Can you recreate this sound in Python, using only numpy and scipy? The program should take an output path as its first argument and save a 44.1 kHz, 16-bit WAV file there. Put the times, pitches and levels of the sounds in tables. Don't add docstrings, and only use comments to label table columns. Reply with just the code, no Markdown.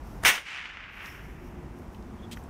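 import sys
import numpy as np
from scipy import signal
from scipy.fft import rfft, irfft
from scipy.io import wavfile
from scipy.ndimage import uniform_filter1d, minimum_filter1d

SR = 44100
rng = np.random.default_rng(int(sys.argv[2]) if len(sys.argv) > 2 else 0)


def transcribe(signal):
    frames = np.atleast_2d(signal).T
    limited = np.clip(frames, -1, 1)
    pcm = np.round(limited * 32767).astype(np.int16)
    wavfile.write(sys.argv[1], SR, pcm)


N = 110205


# [frequency_hz, density_db]
RUMBLE_COLOUR = [(15, -22), (28, -6), (38, 1), (58, 2), (100, -6), (220, -4.5), (360, -10.5), (530, -19),
                 (900, -19), (1700, -29.5), (2600, -35.5), (4300, -45), (5700, -43), (7500, -47),
                 (15500, -53)]
# [time_s, level_db]
RUMBLE_COURSE = [(0, -1), (.9, 3.5), (1.3, 5.5), (1.6, 0), (1.9, -1.5), (2.4, -1)]
# [time_s, gain_db]
LOW_MID_COURSE = [(0, -7), (1.1, -2.5), (1.55, -0.5), (2.2, -3), (2.5, -3)]
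RUMBLE_DB, WAVER_DB = -39.5, 0.6
LOW_MID_HZ, LOW_MID_WIDTH_OCT = 252, 0.79

# [peak_s, level_db, rise_s, fall_db_per_s, pitch_hz, width_octaves]
TRAFFIC_DRONES = [(1.52, -48.5, .13, 22.5, 355.1, .015), (2.2, -46, 0.15, 57, 223, .09)]

# [middle_s, level_db, width_s, pitch_hz]
BIRD_CHIRPS = [(2.197, -66, 0.0091, 3270), (2.243, -57, 0.012, 3400)]
CHIRP_GLIDE_HZ_PER_S, CHIRP_WOBBLE_HZ = -2000, 130

# [peak_s, level_db, rise_s, fall_db_per_s]
GRASS_RUSTLES = [(.08, -64, .03, 30), (.97, -51, 0.043, 52), (1.07, -43.5, .04, 88), (1.25, -58.5, .02, 70),
                 (1.47, -59.5, 0.045, 195), (1.79, -68, .03, 100), (1.94, -67.5, 0.017, 153),
                 (2.37, -60, 0.011, 163)]
# [frequency_hz, density_db]
RUSTLE_COLOUR = [(1500, -31), (4000, -6), (5600, 5.5), (7500, -4), (10000, -3.5), (12000, 2), (15500, -3)]
# [peak_s, level_db, rise_s, fall_db_per_s]
LASH_BRUSH = [(1.11, -46, .014, 300)]
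BRUSH_HZ, BRUSH_WIDTH_OCT = 5440, .06
# [frequency_hz, density_db]
SCUFF_COLOUR = [(600, -29), (1400, -6.5), (3300, 5.5), (4500, -3), (6000, -3.5), (8600, -3), (10500, -12.5),
                (15000, -12)]
SCUFF_S, SCUFF_LENGTH_S, SCUFF_DB, SCUFF_DECAY_S = 2.312, 0.023, -43.5, 0.0083
# [start_s, level_db, centre_hz, width_octaves, decay_s]
SMALL_TICKS = [(1.0585, -29, 4200, .55, 0.0025), (1.787, -56, 9000, 0.79, 0.0018),
               (1.947, -51, 2700, 0.53, 0.0035), (2.0257, -57, 3500, 0.8, .003),
               (2.3712, -36, 1600, 0.54, 0.0033), (2.438, -51, 7500, .5, 0.0017)]

# [peak_s, level_db, rise_s, fall_db_per_s]
WIDE_ECHOES = [(.50, -20.5, 0.036, 45), (.585, -22, 0.041, 90), (.67, -28, 0.031, 35), (.83, -29, .06, 47),
               (1.02, -27.5, .05, 81)]
# [frequency_hz, density_db]
ECHO_COLOUR = [(150, -23), (500, -24), (900, -14.5), (1400, -6), (2200, -0.5), (2900, -1.5), (4000, -14.5),
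               (5800, -14), (9000, -21), (15000, -29)]
# [start_s, level_db, decay_s]
WALL_SLAPS = [(.378, -7, 0.0038), (0.466, -24, 0.0041), (.583, -17, 0.0045), (.664, -25, .004),
              (0.822, -28, .004)]
SLAP_HZ, SLAP_WIDTH_OCT = 2000, 0.51
ECHO_FLICKER_DB, ECHO_FLICKER_HZ = 1, 45
AIR_DB_PER_S_KHZ = 6.5

# [frequency_hz, density_db]
SCATTER_COLOUR = [(40, -10), (150, -17), (400, -13), (750, -8.5), (1200, -4), (2100, 1.5), (2800, 0),
                  (3500, -6), (4300, -14.5), (5800, -8.5), (7500, -15.5), (9200, -12), (10700, -19),
                  (15500, -16.5)]
LAWN_DB, LAWN_HOLD_S, LAWN_FALL_DB_PER_S = 0.7, 0.04, 379
STREET_DB, STREET_HOLD_S, STREET_FALL_DB_PER_S = -13.5, 0.11, 231
SCATTER_GRAIN, TREBLE_FALL_DB_PER_S_KHZ = 0.067, 8

# [middle_s, level_db, width_s]
LASH_SWISHES = [(.2375, -27, 0.0014), (.2475, -29, .0018), (0.2374, -41.5, .008)]
# [frequency_hz, density_db]
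SWISH_COLOUR = [(60, 8), (300, -4), (800, 0.5), (2400, -1.5), (4000, -17), (9000, -14), (16000, -25)]

CRACK_S, SHOCK_MS, SHOCK_DB = .2499, .33, 14
GROUND_LAG_S, GROUND_DB = .0018, -1.5
MIC_RING_HZ, MIC_Q = 2200, 2.4
SHOCK_EDGE_DB, EDGE_RISE_HZ = -10, 7000

LIMIT_DB, HOLD_S, RECOVER_DB_PER_S = -2.8, 0.56, 17.5
TOP_HZ = 15550


def undb(db):
    return 10 ** (np.asarray(db) / 20)


def clock():
    return np.arange(N) / SR


def freqs():
    return np.maximum(np.arange(N // 2 + 1) * SR / N, 1)


def noise(colour, grain=0):
    hz, db = np.array(colour).T
    white = rng.standard_normal(N) * np.exp(grain * rng.standard_normal(N))
    gain = undb(np.interp(np.log(freqs()), np.log(hz), db))
    y = irfft(rfft(white) * gain, N)
    return y / y.std()


def bell(x, hz, octaves):
    gain = np.exp(-.5 * (np.log2(freqs() / hz) / octaves) ** 2)
    return irfft(rfft(x) * gain, N)


def band(hz, octaves):
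    y = bell(rng.standard_normal(N), hz, octaves)
    return y / y.std()


def dull(x, db_per_khz, count=14):
    centres = np.geomspace(200, 16000, count)
    spectrum = rfft(x)
    out = 0
    for hz, share in zip(centres, np.eye(count)):
        part = irfft(spectrum * np.interp(freqs(), centres, share), N)
        out = out + part * undb(-db_per_khz * (hz / 1e3 - 2))
    return out


def burst(start, decay):
    age = clock() - start
    return (age >= 0) * np.exp(-np.abs(age) / decay)


def hump(middle, width):
    return np.exp(-.5 * ((clock() - middle) / width) ** 2)


def swells(rows):
    power = 0
    for peak, db, rise, fall in rows:
        age = clock() - peak
        falling = undb(db - fall * np.maximum(age, 0))
        rising = np.exp(-.5 * (np.minimum(age, 0) / rise) ** 2)
        power = power + (falling * rising) ** 2
    return np.sqrt(power)


def outdoors(count=24):
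    t = clock()
    air = noise(RUMBLE_COLOUR)
    low_mid_gain = undb(np.interp(t, *np.array(LOW_MID_COURSE).T))
    air = air + bell(air, LOW_MID_HZ, LOW_MID_WIDTH_OCT) * (low_mid_gain - 1)
    waver = np.interp(t, np.linspace(0, t[-1], count), rng.standard_normal(count))
    course = np.interp(t, *np.array(RUMBLE_COURSE).T)
    return air * undb(RUMBLE_DB + course + WAVER_DB * waver)


def traffic():
    return sum(swells([swell]) * band(hz, octaves) for *swell, hz, octaves in TRAFFIC_DRONES)


def bird():
    out = 0
    wobble = CHIRP_WOBBLE_HZ * band(120, 1)
    for middle, db, width, hz in BIRD_CHIRPS:
        pitch = hz + CHIRP_GLIDE_HZ_PER_S * (clock() - middle) + wobble
        phase = 2 * np.pi * np.cumsum(pitch) / SR
        out = out + undb(db) * hump(middle, width) * np.sqrt(2) * np.sin(phase)
    return out


def rustles():
    grass = swells(GRASS_RUSTLES) * noise(RUSTLE_COLOUR, grain=.55)
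    return grass + swells(LASH_BRUSH) * band(BRUSH_HZ, BRUSH_WIDTH_OCT)


def scuff():
    age = clock() - SCUFF_S
    decay = np.exp(-np.maximum(age - SCUFF_LENGTH_S, 0) / SCUFF_DECAY_S)
    return undb(SCUFF_DB) * np.clip(age / 0.0016, 0, 1) * decay * noise(SCUFF_COLOUR, grain=0.47)


def ticks():
    return sum(undb(db) * burst(start, decay) * band(hz, octaves)
               for start, db, hz, octaves, decay in SMALL_TICKS)


def echoes():
    flicker = undb(ECHO_FLICKER_DB * band(ECHO_FLICKER_HZ, 0.88))
    wash = swells(WIDE_ECHOES) * flicker * noise(ECHO_COLOUR, grain=0.6)
    slap_level = sum(undb(db) * burst(start, decay) for start, db, decay in WALL_SLAPS)
    slaps = band(SLAP_HZ, SLAP_WIDTH_OCT) * slap_level
    return dull(wash + slaps, AIR_DB_PER_S_KHZ * np.maximum(clock() - CRACK_S, 0))


def scatter():
    age = clock() - CRACK_S
    late = np.maximum(age - LAWN_HOLD_S, 0)
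    lawn = undb(LAWN_DB - LAWN_FALL_DB_PER_S * late)
    street = undb(STREET_DB - STREET_FALL_DB_PER_S * np.maximum(age - STREET_HOLD_S, 0))
    onset = np.clip(age / 0.0036, 0, 1)
    returns = dull(noise(SCATTER_COLOUR, SCATTER_GRAIN), TREBLE_FALL_DB_PER_S_KHZ * late)
    return onset * np.hypot(lawn, street) * returns


def swish():
    return noise(SWISH_COLOUR) * sum(undb(db) * hump(middle, width) for middle, db, width in LASH_SWISHES)


def shock():
    f = freqs()
    w = np.pi * f * SHOCK_MS / 1e3
    n_wave = 1j * (np.sin(w) - w * np.cos(w)) / w ** 2 * np.exp(-1j * w)
    ring = 1 / (1 + 1j * MIC_Q * (f / MIC_RING_HZ - MIC_RING_HZ / f))
    edge = undb(SHOCK_EDGE_DB) * (1 + 1j * f / EDGE_RISE_HZ)
    paths = 1 + undb(GROUND_DB) * np.exp(-2j * np.pi * f * GROUND_LAG_S)
    arrival = np.exp(-2j * np.pi * f * CRACK_S)
    y = irfft(n_wave * (ring + edge) * paths * arrival, N)
    return undb(SHOCK_DB) * y / np.abs(y).max()


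def scene():
    background = outdoors() + traffic() + bird()
    near = rustles() + scuff() + ticks()
    crack = echoes() + scatter() + swish() + shock()
    return (background + near + crack)[None]


def gain_control(x):
    over = np.maximum(20 * np.log10(np.abs(x) + 1e-9) - LIMIT_DB, 0)
    half = int(HOLD_S * SR / 2)
    held = -minimum_filter1d(-over, 2 * half + 1, origin=half, mode="constant")
    ramp = RECOVER_DB_PER_S * clock()
    cut = np.maximum.accumulate(held + ramp) - ramp
    gain_db = uniform_filter1d(minimum_filter1d(-cut, size=45), size=45)
    return x * undb(gain_db)


def record(dry):
    cutoff = signal.ellip(10, .2, 80, TOP_HZ, fs=SR, output="sos")
    return signal.sosfilt(cutoff, gain_control(dry[0]))[None]


dry = scene()
out = record(dry)
transcribe(out)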